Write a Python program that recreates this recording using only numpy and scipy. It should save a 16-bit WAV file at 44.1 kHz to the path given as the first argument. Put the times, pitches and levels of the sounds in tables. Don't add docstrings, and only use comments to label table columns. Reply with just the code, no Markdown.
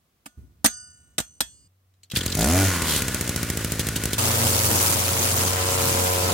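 import sys
import numpy as np
from scipy import signal
from scipy.fft import rfft, irfft, next_fast_len
from scipy.io import wavfile
from scipy.ndimage import uniform_filter1d

SR = 44100
rng = np.random.default_rng(int(sys.argv[2]) if len(sys.argv) > 2 else 0)


def transcribe(signal):
    frames = np.atleast_2d(signal).T
    limited = np.clip(frames, -1, 1)
    pcm = np.round(limited * 32767).astype(np.int16)
    wavfile.write(sys.argv[1], SR, pcm)


N = 279153
T = np.arange(N) / SR

# frequency in Hz, level in dB.
AIR_TONE = [(15, -49), (25, -17), (74, -5.5), (427, -18.5), (624, -21), (734, -20.5), (863, -27.5),
            (1070, -22), (1480, -26.5), (9840, -32.5), (16000, -30)]
AIR_DB = -70
HUM_HZ, HUM_DB = 94, -64
# frequency in Hz, side level relative to mid in dB.
WIDTH = [(60, -7), (125, -13), (250, -12.5), (500, -6), (1000, 0), (2000, -1.5), (8000, 0)]
# frequency in Hz, change of the side signal in dB.
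START_WIDTH = [(60, 0), (250, -2), (700, -7), (1300, -11.5), (2400, -12), (4400, -2), (8000, -2.5),
               (15000, 2)]
WORK_WIDTH = [(60, 2.5), (250, 2), (700, 2), (1500, 2.5), (2500, 1.5), (5000, 1), (15000, -1)]
LAWN_S, MOWING_S = 1.676, 4.18
EDGE_HZ = 15950

# start in seconds, clatter level in dB, clatter decay in seconds, then levels
# in dB of housing knock, crankcase, spring, shoe, pliers, flywheel, pivot bolt and swelling tone,
# delay of its crest in seconds, delay of the rebound in seconds, rebound relative to the clatter in dB.
SNAPS = [(0.2576, -35.5, 0.0056, -36.5, -42, -65.5, -60, -58, -57, -82, -88, .1, 0.0051, -5),
         (0.6436, -9.5, 0.0098, -10.5, -29, -28.5, -28, -36, -35.5, -30.5, -44.5, .11, 0.015, -6.5),
         (1.1812, -13.5, 0.0065, -25, -21, -43, -38, -36, -63, -68.5, -76, .17, 0.019, -9),
         (1.4049, -11.5, 0.0056, -30.5, -35, -39, -50, -28.5, -74, -70, -63.5, .2, 0.0072, -27)]
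# frequency in Hz, level in dB, 60 dB decay time in seconds.
FLYWHEEL_MODES = [(703, -24, .9), (1206, -15, 0.65), (1458, -7, .95), (1780, -23, 1.3)]
HOUSING_MODES = [(224, -5, 0.084), (278, 1.5, 0.055), (500, -3, 0.029), (660, -7.5, 0.06), (806, 7, 0.02),
                 (896, 6.5, 0.021), (1190, 2, 0.032)]
SPRING_MODES = [(2910, -24, 1.4), (5957, -8, 0.5), (6411, -9, 0.45), (7055, -16, 1.0), (8384, -5.5, .85),
                (8414, -8, .75)]
SHOE_MODES = [(6089, -13, .85), (6158, -9, 0.75), (6718, -12, .28), (6912, 1, .19), (8790, -3, 0.17),
              (11300, -10, .17), (13400, -12, .16)]
PLIERS_MODES = [(3332, -1.5, 0.18), (3402, -17, .28), (4276, -26, 0.6), (5173, -4, .1), (7149, -22, .7),
                (7660, -22, 0.6)]
PIVOT_MODES = [(4840, -4, .15), (6412, 1, .22), (1803, -5, .2)]
PAWL_MODES = [(3230, -6, .15), (3924, 0, .078), (5749, -9, .09), (6939, -15, .11)]
CRANKCASE_MODES = [(1080, -7, .018), (1455, 0, .04), (1720, 2, .016), (2010, -1, .018), (2290, -4, .016),
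                   (2850, -7, .018), (6500, -1, .005), (10200, 0, .004)]
STEM_MODES = [(530, -2.3, 0.017), (740, -5, 0.014), (884, 0, 0.023)]
# frequency in Hz, level in dB, 60 dB decay time in seconds.
COUGH_MODES = [(135, -21.5, .085), (200, -28, 0.076)]
COUGH_S = 2.136
# frequency in Hz, level in dB.
CLATTER_TONE = [(200, -1.5), (500, -7), (1000, -11), (1600, -1.5), (2300, -8), (3300, -2), (5200, -7.5),
                (7400, -3.5), (8800, -1), (10800, -13.5), (13500, -7.5), (16000, -19.5)]
CLATTER_PATCHY_DB, CLATTER_UNEVEN_DB = 4.5, 1.8
# time in seconds, level in dB.
HANDLING = [(.36, -88), (.378, -42.5), (.43, -46), (.48, -54), (.55, -59), (.62, -62)]
# frequency in Hz, level in dB.
HANDLING_TONE = [(25, -28), (70, 6), (170, -7.5), (300, -13.5), (700, -40), (3000, -50.5), (15000, -49.5)]
SWELL_HZ, SWELL_STEEPNESS, CONTACT_DAMP_DB = 4843, 2.6, -18
SETTLE_PER_S, SETTLE_DB, SETTLE_DECAY_S = 130, -23, .028

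# time in seconds, turns a second.
CRANK = [(2.13, 27), (2.18, 43.5), (2.33, 44.5), (2.42, 55.6), (2.49, 79.3), (2.55, 91.5), (2.61, 97.3),
         (2.66, 95.9), (2.7, 92.6), (2.76, 86.2), (2.82, 81), (3.0, 68), (3.11, 62.7), (3.36, 58.3),
         (3.62, 54.2), (4.18, 53)]
IDLE_HZ, TURNS_PER_FIRING = 54, 4
TURNING_S, SPIN_UP_S = 2.118, 0.035
# first and last firing in seconds, thump and crack in dB.
FIRINGS = [(2.17, 2.351, -4, -19.5), (2.82, 2.82, -5.5, -20), (2.962, 3.21, -5, -20),
           (3.2928, 3.8685, -3.8, -21.5), (3.887, 4.037, -6, -22), (4.055, 4.132, -4.5, -21.5)]
THUMP_GAIN_DB, CRACK_GAIN_DB = 0.75, 0.3
# time in seconds, level in dB.
CLACKS = [(2.408, -21), (2.4427, -17.5), (3.276, -23)]
# frequency in Hz, level in dB.
THUMP_TONE = [(20, -18), (60, 13.5), (130, 10), (220, 5), (400, -2), (700, -14.5), (1500, -36), (5000, -18)]
PUFF_TONE = [(20, -2), (60, -0.5), (130, 6), (250, 5.5), (450, -4), (800, -18.5), (1500, -40.5),
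             (5000, -57)]
PUFF_DB, PUFF_UNDER_FLARE_DB = -23, 1.5
# multiple of crank speed, level in dB, lag in turns.
SHAKE = [(1, -29, 0.71), (2, -32.5, 0.14)]
BOOM_HZ, BOOM_DB_PER_OCTAVE = 97.7, -17
# frequency in Hz, level in dB.
RATTLE_TONE = [(30, 0), (120, 14.5), (300, 11), (550, 11), (800, 2.5), (1100, 5.5), (1750, 9), (2400, 7),
               (3000, 5), (5000, 2.5), (7000, 3.5), (10000, 1), (12000, -3.5), (16000, -3.5)]
RATTLE_DB, RATTLE_DB_PER_OCTAVE = -34.5, 9
SLAP_DB, SLAP_DB_PER_OCTAVE, SLAP_UNEVEN_DB = -40, 15, 2.5
TICK_DB, TICK_UNEVEN_DB, TICKS_PER_S = -46, 4, 90

# multiple of the crank speed, level in dB.
FLARE_ORDERS = [(1, 6.5), (2, -6.5), (3, 1.5), (4, -7), (5, -6), (6, -10), (7, -7.5), (8, -8.5), (9, -16),
                (11, -22), (15, -21), (17, -18), (20, -21), (23, -22), (28, -33)]
FLARE_S, FLARE_RISE_S = 2.36, 0.022
# level in dB, end of the hold in seconds, release in seconds.
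FLARE_BARK = (-20, 2.635, 0.037)
FLARE_RASP = (-28.5, 2.615, 0.21)
FLARE_BOOM = (-31, 2.69, 0.028)
FLARE_DB_PER_OCTAVE = 7.5
# frequency in Hz, level in dB.
RASP_TONE = [(100, -2), (700, -3), (1500, -12), (4500, -3), (6800, 3), (8500, -2.5), (10000, 1.5),
             (12000, -4.5), (16000, -6.5)]
# frequency in Hz, width in Hz, gain in dB.
SILENCER = [(620, 47, 1), (704, 30, -0.5), (1410, 34, -8), (1820, 150, -35)]

# time in seconds, level in dB, decay in seconds.
PAWLS = [(1.939, -62.5, 0.0029), (2.032, -48.5, 0.012), (2.1, -38, 0.0053), (2.113, -30, 0.0032),
         (2.118, -25, 0.0027), (2.16, -20.5, 0.01), (2.2076, -27, 0.0025), (2.23, -32, 0.0032),
         (2.3197, -22.5, 0.0039), (2.4187, -17.5, .005)]
# frequency in Hz, level in dB.
PAWL_TONE = [(300, -0.5), (1000, -17), (1600, -0.5), (2400, -2), (3200, 6), (4200, 6.5), (5400, -0.5),
             (7300, 0.5), (10000, -10.5), (13000, -9), (16000, -16)]
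PAWL_RING_DB, PAWL_RING_MAX_DB = -9, -38
SKIP_FROM_S, SKIP_TO_S = 2.18, 2.36
SKIP_DB, SKIP_DECAY_S, SKIP_LEAD_S = -27.5, 0.0054, 0.0055
# start in seconds, length in seconds, level in dB.
SCRAPES = [(2.151, 0.033, -30.5), (3.793, 0.011, -27), (3.957, 0.0057, -27), (4.13, 0.0062, -26)]
# frequency in Hz, level in dB.
SCRAPE_TONE = [(300, 4), (1000, -15), (1600, 2), (2300, -6), (3200, 6.5), (5000, 0.5), (7500, 0),
               (10000, 1), (13000, -3.5), (16000, -7)]
SCRAPE_RISE_S, SCRAPE_FALL_S = 0.0024, 0.021
CLUTCH_HZ, CLUTCH_SPREAD_HZ, DRAG_DB = 72.8, 5.2, -25
WHINE_HZ, WHINE_WIDTH_HZ, WHINE_DB = 1014, 330, -39
WHINE_FROM_S, WHINE_RISE_S, WHINE_ROUGH = 2.69, .05, .75

# time in seconds, turns a second.
WORK_SPEED = [(4.2, 91.7), (4.54, 92.0), (4.58, 90.3), (4.69, 92.1), (4.84, 93.0), (5.01, 91.1),
              (5.23, 92.2), (5.38, 91.3), (5.47, 92.1), (5.91, 92.1), (6.01, 91.1), (6.33, 91.6)]
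WORK_DB = -30
# multiple of the crank speed, level in dB.
WORK_ORDERS = [(2, -4), (3, -7), (4, 0), (5, 7), (6, 8), (7, -2), (8, 1.5), (9, -7), (10, -1), (11, 2.5),
               (12, -5), (13, -10), (14, -.5), (15, -5), (16, -13)]
# time in seconds, level in dB.
WORK_OVERTONES = [(4.18, -48.5), (4.5, -46.5), (5.35, -49.5), (5.65, -43), (6.33, -41.5)]
# frequency in Hz, level in dB.
EXHAUST_HISS_TONE = [(300, -12), (900, -2), (1600, 1), (2600, 0), (4000, -3), (6500, -7), (16000, -30)]
EXHAUST_HISS_DB, EXHAUST_BURST_TURNS = -41, .2

# time in seconds, passes a second.
LINE = [(4.18, 121), (4.45, 116), (4.53, 112), (4.63, 116), (4.85, 113), (5.15, 116), (5.6, 114),
        (5.8, 128), (5.92, 128), (6.15, 120), (6.33, 116)]
# time in seconds, level in dB.
SHREDDING = [(4.2, -27), (4.62, -24.5), (4.88, -24), (5.05, -27.5), (5.42, -25.5), (5.58, -31), (5.92, -26),
             (6.33, -30)]
SWISH = [(4.18, -29.5), (5.35, -31), (5.6, -30), (6.33, -30.5)]
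# time in seconds, level in dB.
WHIRR = [(4.18, -31), (4.45, -27), (4.53, -38), (4.68, -32), (5.0, -36), (5.25, -34), (5.6, -43),
         (5.87, -32), (6.15, -47)]
WHIRR_WAVER_DB = 1.5
# time in seconds, level in dB.
TUFTS = [(4.25, -32.5), (4.45, -30), (4.72, -27), (4.93, -29.5), (5.18, -26.5), (5.41, -28.5),
         (5.95, -30.5), (6.3, -28.5)]
TUFT_S, BUFFET_DB, GUSTY_DB = 0.096, -36, 1.6
# time in seconds, level in dB.
THWACKS = [(4.251, -25), (4.303, -21.5), (4.457, -20.5)]
PASS_DB, BLADES_DB, CLUMPS_DB, SHRED_PATCHY_DB = 2.2, 1.4, .7, 1.7
# frequency in Hz, level in dB.
SHRED_TONE = [(1500, -3.5), (3000, -21), (4500, -1.5), (6000, 0.5), (7300, 2.5), (9500, 3.5), (12000, 1),
              (16000, 0)]
SWISH_TONE = [(200, 1), (500, 2.5), (800, -0.5), (1200, -2.5), (1700, -5), (2600, -2.5), (4000, -5),
              (8000, -10), (16000, -31)]
BUFFET_TONE = [(20, -44), (50, -5), (90, 11.5), (200, 8), (320, 5.5), (500, -2), (900, 0.5), (3000, -86)]
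# frequency in Hz, gain in dB.
GUARD = [(6200, 15.5), (7330, 17.5), (8300, -12), (12370, -15)]


def amp(db):
    return 10 ** (np.asarray(db) / 20)


def unit(x):
    return x / np.sqrt(np.mean(x ** 2) + 1e-20)


def curves(rows):
    s, *columns = np.transpose(rows)
    return [np.interp(T, s, c) for c in columns]


def read(points, hz):
    f, db = np.transpose(points)
    return amp(np.interp(np.log(hz + 1), np.log(f + 1), db))


def add(mix, s, sound):
    part = mix[..., round(s * SR):][..., :sound.shape[-1]]
    part += sound[..., :part.shape[-1]]


def held(start, rise_s, end, release_s):
    return np.clip((T - start) / rise_s, 0, 1) * np.clip(1 - (T - end) / release_s, 0, 1)


def noise(tone):
    size = next_fast_len(N)
    hz = np.fft.rfftfreq(size, 1 / SR)
    z = rfft(rng.standard_normal((2, size))) * read(tone, hz)
    mid, side = irfft(z[0])[:N], irfft(z[1] * read(WIDTH, hz))[:N]
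    return np.array([mid + side, mid - side]) / mid.std()


def wander(hz, size=16384):
    low_pass = np.exp(-(np.fft.rfftfreq(size, T[-1] / size) / hz) ** 2)
    slow = irfft(rfft(rng.standard_normal(size)) * low_pass)
    return np.interp(T, np.linspace(0, T[-1], size), unit(slow))


def patchy(x, depth_db, size=512):
    z = signal.stft(x, nperseg=size)[2]
    smooth = uniform_filter1d(rng.standard_normal(z.shape[1:]), size=9, axis=0)
    patches = unit(uniform_filter1d(smooth, size=3, axis=1))
    return signal.istft(z * unit(amp(depth_db * patches)), nperseg=size)[1][:, :N]


def causal(gain):
    log_gain = np.log(np.maximum(gain, 1e-5))
    mirrored = np.r_[log_gain, log_gain[-2:0:-1]]
    return np.fft.ifft(np.exp(np.conj(signal.hilbert(mirrored)))).real


def pulse(tone, size=4096):
    shape = causal(read(tone, np.fft.rfftfreq(size, 1 / SR)))
    return shape / abs(shape).max()


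def resonate(x, hz, width_hz):
    return signal.lfilter(*signal.iirpeak(hz, hz / width_hz, fs=SR), x)


def ring(modes, beat_db=-14, max_beat_hz=9):
    t, sides, out = T[:2 * SR], np.array([[1], [-1]]) * np.pi / 4, 0
    chances = rng.uniform(-1, 1, (len(modes), 2))
    for (lag, split), (hz, db, t60) in zip(chances, modes):
        beat = 1 + amp(beat_db) * np.sin(2 * np.pi * split * max_beat_hz * t)
        ear_phase = sides * np.sign(lag) * read(WIDTH, hz)
        out = out + amp(db - 60 * t / t60) * beat * np.sin(2 * np.pi * hz * t + ear_phase)
    return out


def jangle(tone, t60, count=84):
    t, (place, phase, life) = T[:SR // 3], rng.random((3, 2, count, 1))
    hz = 600 + 14400 * ((np.arange(count)[:, None] + place) / count) ** 1.5
    decay = amp(-60 * t / (t60 * 3 ** (life - .5)))
    modes = read(tone, hz) * np.sin(2 * np.pi * (hz * t + phase)) * decay
    return modes.sum(1) / np.sqrt(count)


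def each_turn(turns, length, rest):
    return unit(abs(rest) + np.exp(-(turns % 1) / length))


def turn_clicks(turns):
    return np.r_[0, np.diff(np.floor(turns))]


def widened(x, width):
    size = next_fast_len(N)
    gain = read(width, np.fft.rfftfreq(size, 1 / SR))
    side = irfft(rfft((x[0] - x[1]) / 2, size) * gain, size)[:N]
    return x.mean(0) + np.array([side, -side])


def background_air(lawn):
    return amp(AIR_DB - 2 * lawn) * noise(AIR_TONE)


def hum():
    return amp(HUM_DB) * np.sqrt(2) * np.sin(2 * np.pi * HUM_HZ * T)


def clutch(rise=0.0015, jangle_db=-5, jangle_t60=0.1, rock_hz=56, rock_db=-22, rock_t60=0.15):
    out, ringing, t = np.zeros((2, N)), np.zeros((2, N)), T[:SR]
    grit = patchy(noise(CLATTER_TONE), CLATTER_PATCHY_DB) * unit(amp(CLATTER_UNEVEN_DB * wander(500)))
    ringing_parts = (SPRING_MODES, SHOE_MODES, PLIERS_MODES, FLYWHEEL_MODES, PIVOT_MODES)
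    for s, db, decay, knock_db, case_db, *ring_db, swell_db, crest, later, rebound_db in SNAPS:
        blow, strength = (1 - np.exp(-t / rise)) * np.exp(-t / decay), np.zeros(N)
        taps = (rng.random(SR) < SETTLE_PER_S / SR) * amp(db + SETTLE_DB) * np.exp(-t / SETTLE_DECAY_S)
        for after, blow_db in ((0, db), (later, db + rebound_db)):
            add(strength, s + after, amp(blow_db) * blow)
            taps[round(after * SR)] += amp(blow_db + jangle_db)
        out += strength * grit
        small_parts = jangle(CLATTER_TONE, jangle_t60)
        add(out, s + 0.0014, signal.oaconvolve(taps[None], small_parts, axes=1))
        ringing *= amp(CONTACT_DAMP_DB * np.clip((T - s) / decay, 0, 1))
        for part, part_db in zip(ringing_parts, ring_db):
            add(ringing, s, amp(part_db) * ring(part))
        swell = (t / crest * np.exp(1 - t / crest)) ** SWELL_STEEPNESS
        ear_phase = np.array([[1], [-1]]) * np.pi / 6
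        add(ringing, s, amp(swell_db) * swell * np.sin(2 * np.pi * SWELL_HZ * t + ear_phase))
        knock = amp(knock_db) * ring(HOUSING_MODES) + amp(case_db) * ring(CRANKCASE_MODES)
        add(out, s + .002, knock[:, :SR] * (1 - np.exp(-t / 0.0044)))
        rock = amp(rock_db + db) * ring([(rock_hz, 0, rock_t60)])[:, :SR]
        add(out, s + 0.011, rock * (1 - np.exp(-t / .012)))
    handling = amp(curves(HANDLING)[0]) * noise(HANDLING_TONE)
    return (out + ringing + handling) * amp([[-.7], [.7]])


def flung_bits(per_s=45, width_hz=450, db=-8):
    out = 0
    for hz, gain_db in GUARD:
        force = amp(5 * np.minimum(rng.exponential(1, (2, N)), 2.5))
        hits = (rng.random((2, N)) < per_s / SR) * force
        out = out + amp(gain_db) * resonate(hits, hz, width_hz)
    return amp(curves(SHREDDING)[0] + db) * unit(out)


def cutting_line(octave_db=-7, stalks_per_s=420, stalk_db=-7.5, stalk_s=0.0004):
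    passes, shredding_db = np.cumsum(curves(LINE)[0]) / SR, curves(SHREDDING)[0]
    angle, load = 2 * np.pi * passes, amp(shredding_db - shredding_db.max())
    torn_db = PASS_DB * np.cos(angle) + BLADES_DB * wander(260) + CLUMPS_DB * wander(35)
    passing = unit(amp(load * torn_db))
    whirr_level = amp(curves(WHIRR)[0] + WHIRR_WAVER_DB * wander(6))
    whirr = whirr_level * (np.cos(angle) + amp(octave_db) * np.cos(2 * angle))
    force = amp(2.0 * np.minimum(rng.exponential(1, N), 2))
    stalks = (rng.random(N) < passing * stalks_per_s / SR) * force
    snaps = amp(stalk_db) * unit(signal.lfilter([1], [1, -np.exp(-1 / (stalk_s * SR))], stalks))
    tearing = np.hypot(passing, snaps)
    shred = amp(shredding_db - 0.5) * tearing * noise(SHRED_TONE)
    swish = amp(curves(SWISH)[0] + 0.32 * wander(51)) * unit(tearing) * noise(SWISH_TONE)
    bites = sum(amp(db) * np.exp(-((T - s) / TUFT_S) ** 2) for s, db in TUFTS)
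    gusts = amp(-5.0 + GUSTY_DB * wander(27))
    buffet = np.hypot(amp(BUFFET_DB), bites) * gusts * noise(BUFFET_TONE)
    out = whirr + patchy(shred + swish, SHRED_PATCHY_DB) + buffet
    for s, db in THWACKS:
        add(out, s, amp(db) * ring(STEM_MODES))
    return out


def crank_speed():
    return curves(CRANK)[0]


def crank_turns():
    turns, s = np.cumsum(crank_speed()) / SR, np.unique([row[:2] for row in FIRINGS])
    at = np.interp(s, T, turns)
    whole = np.r_[0, np.cumsum(np.round(np.diff(at)))]
    return turns + np.interp(T, s, whole - at)


def turn_times(turns, first_s, last_s, step=1):
    first, last = np.round(np.interp([first_s, last_s], T, turns))
    return np.interp(np.arange(first, last + 1, step), turns, T)


def spinning():
    return np.clip((T - TURNING_S) / SPIN_UP_S, 0, 1)


def starter(turns, jangle_db=-8, jangle_t60=0.07):
    strength, out, t = np.zeros(N), np.zeros((2, N)), T[:SR // 10]
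    skips = [(s - SKIP_LEAD_S, SKIP_DB + rng.standard_normal(), SKIP_DECAY_S)
             for s in turn_times(turns, SKIP_FROM_S, SKIP_TO_S)]
    parts, pawl = jangle(PAWL_TONE, jangle_t60), ring(PAWL_MODES)
    for s, db, decay in list(PAWLS) + skips:
        add(strength, s, amp(db) * (1 - np.exp(-t / 0.00061)) * np.exp(-t / decay))
        add(out, s, amp(db + jangle_db) * parts)
    for s, db, decay in PAWLS:
        add(out, s, amp(min(db + PAWL_RING_DB, PAWL_RING_MAX_DB)) * pawl)
    return out + strength * patchy(noise(PAWL_TONE), CLATTER_PATCHY_DB)


def dragging(turns, waver_db=2.5, bite_turns=.3, steady_rub=1.0):
    coasting = np.clip((T - WHINE_FROM_S) / WHINE_RISE_S, 0, 1)
    slip = (crank_speed() - CLUTCH_HZ) / CLUTCH_SPREAD_HZ
    rub = amp(DRAG_DB) * coasting * np.exp(-slip ** 4) * each_turn(turns, bite_turns, steady_rub)
    for s, length, db in SCRAPES:
        rub = rub + amp(db) * held(s, SCRAPE_RISE_S, s + length, SCRAPE_FALL_S)
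    scrape = rub * amp(0.84 * wander(280)) * noise(SCRAPE_TONE)
    knocks = unit(turn_clicks(turns))
    drive = np.sqrt(1 - WHINE_ROUGH) * knocks + np.sqrt(WHINE_ROUGH) * rng.standard_normal((2, N))
    once = resonate(drive, WHINE_HZ, WHINE_WIDTH_HZ)
    whine = unit(resonate(once, WHINE_HZ, WHINE_WIDTH_HZ))
    engaged = coasting * np.exp(-np.minimum(slip, 0) ** 2)
    return scrape + engaged * whine * amp(WHINE_DB + waver_db * np.array([wander(60), wander(60)]))


def knocking(turns):
    octaves = np.log2(crank_speed() / IDLE_HZ)
    slap_db = SLAP_DB + SLAP_DB_PER_OCTAVE * octaves + SLAP_UNEVEN_DB * wander(60)
    slaps = turn_clicks(turns) * amp(slap_db)
    tick_db = TICK_DB + TICK_UNEVEN_DB * np.minimum(rng.exponential(1, (2, N)), 2)
    ticks = (rng.random((2, N)) < TICKS_PER_S / SR) * amp(tick_db)
    body = ring(CRANKCASE_MODES)[:, :SR // 10]
    return signal.oaconvolve(slaps + ticks, body, axes=1)[:, :N] * spinning()


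def idle(turns, wheel_hz=1460, wheel_db=-11, wheel_width_hz=20, uneven_db=0.5):
    speed = crank_speed()
    puff_db = PUFF_DB + PUFF_UNDER_FLARE_DB * flaring(0, *FLARE_BOOM[1:]) + uneven_db * wander(40)
    puffs = signal.oaconvolve(turn_clicks(turns) * amp(puff_db), pulse(PUFF_TONE))[:N]
    shake = 0
    for order, db, lag in SHAKE:
        detuning = abs(np.log2(order * speed / BOOM_HZ))
        shake = shake + amp(db + BOOM_DB_PER_OCTAVE * detuning) * np.cos(2 * np.pi * order * (turns - lag))
    carrier = np.exp(2j * np.pi * wheel_hz * T)
    singing = np.array([((wander(wheel_width_hz) + 1j * wander(wheel_width_hz)) * carrier).real
                        for ear in range(2)])
    rattle_db = RATTLE_DB + RATTLE_DB_PER_OCTAVE * np.log2(speed / IDLE_HZ) + 1.24 * wander(86)
    rattle = each_turn(turns, .25, 22.0) * noise(RATTLE_TONE) + amp(wheel_db) * singing
    return (puffs + np.sqrt(2) * shake + amp(rattle_db) * rattle) * spinning()


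def flaring(db, until_s, release_s):
    return amp(db) * held(FLARE_S, FLARE_RISE_S, until_s, release_s)


def flare(turns, uneven=0.075, lead=0.121, ringing_db=11, size=512):
    order, order_db = np.transpose([(0, -20)] + list(FLARE_ORDERS) + [(60, -102)])
    orders = np.arange(size // 2 + 1)
    shape = unit(causal(amp(np.interp(orders, order, order_db))))
    wave = irfft(rfft(shape) * (orders > 1))
    overtones = np.interp(turns + lead, np.arange(size) / size, wave, period=1)
    bangs = unit(turn_clicks(turns + lead))
    ringing = amp(ringing_db) * sum(amp(gain_db) * resonate(bangs, hz, width) for hz, width, gain_db in SILENCER)
    swing = np.sqrt(2) * np.cos(2 * np.pi * (turns - SHAKE[0][2]))
    boom = flaring(*FLARE_BOOM) * amp(FLARE_DB_PER_OCTAVE * np.log2(crank_speed() / IDLE_HZ)) * swing
    bark = flaring(*FLARE_BARK) * (overtones + ringing) * (1 + uneven * wander(100))
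    rasp = flaring(*FLARE_RASP) * each_turn(turns, 0.27, 0.09) * noise(RASP_TONE)
    return boom + rasp - bark


def firings(turns, crack_s=0.0035, chatter_db=-13, chatter_s=0.0063, lag=0.00069, uneven_db=.5):
    out, crack, t = np.zeros(N), np.zeros(N), T[:SR // 10]
    thump = pulse(THUMP_TONE)
    decay = np.exp(-t / crack_s) + amp(chatter_db) * np.exp(-t / chatter_s)
    jolt = (1 - np.exp(-t / 0.00088)) * decay
    for first, last, thump_db, crack_db in FIRINGS:
        for s in turn_times(turns, first, last, TURNS_PER_FIRING):
            charge_db = uneven_db * rng.standard_normal()
            add(out, s + lag, -amp(thump_db + charge_db) * thump)
            add(crack, s, amp(crack_db + charge_db) * jolt)
    for s, db in CLACKS:
        add(crack, s, amp(db) * jolt)
    crack_tone = [(300, -35), (1500, 11.0), (3500, 8), (5000, 5.0), (7000, 13.0), (10500, 9.0),
                  (13000, 3.0), (16000, -7.5)]
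    return amp(THUMP_GAIN_DB) * out + amp(CRACK_GAIN_DB) * crack * noise(crack_tone)


def working_engine(waver=.12, phase_drift=.06, spread=.7):
    hz = curves(WORK_SPEED)[0]
    turns, upper = np.cumsum(hz) / SR, np.zeros((2, N))
    angle = 2 * np.pi * turns
    for order, db in WORK_ORDERS:
        apart = np.array([[1], [-1]]) * read(WIDTH, order * hz.mean()) * spread * wander(2.3)
        phase = order * angle + phase_drift * wander(3.7) + apart
        upper += amp(db) * (1 + waver * wander(1.7)) * np.cos(phase)
    rasp = amp(EXHAUST_HISS_DB) * each_turn(turns, EXHAUST_BURST_TURNS, 0) * noise(EXHAUST_HISS_TONE)
    note = amp(WORK_DB) * np.cos(angle) + amp(curves(WORK_OVERTONES)[0]) * upper
    return rasp + np.sqrt(2) * note


def scene():
    lawn, mowing = (np.clip((T - s) / 0.0031, 0, 1) for s in (LAWN_S, MOWING_S))
    turns = crank_turns()
    start = hum() + starter(turns) + dragging(turns) + knocking(turns)
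    start = start + idle(turns) + flare(turns) + firings(turns)
    add(start, COUGH_S, ring(COUGH_MODES))
    work = (working_engine() + cutting_line() + flung_bits()) * amp([[.2], [-.2]])
    repair = (1 - lawn) * clutch()
    starting = (lawn - mowing) * widened(start, START_WIDTH)
    return repair + starting + mowing * widened(work, WORK_WIDTH) + background_air(lawn)


def record(dry, low_cut_hz=42):
    lean = signal.sosfilt(signal.butter(2, low_cut_hz, "high", fs=SR, output="sos"), dry)
    band_limit = signal.firwin(401, EDGE_HZ, window=("kaiser", 8), fs=SR)
    return signal.oaconvolve(np.clip(lean, -.8, .8), band_limit[None], "same")


dry = scene()
out = record(dry)
transcribe(out)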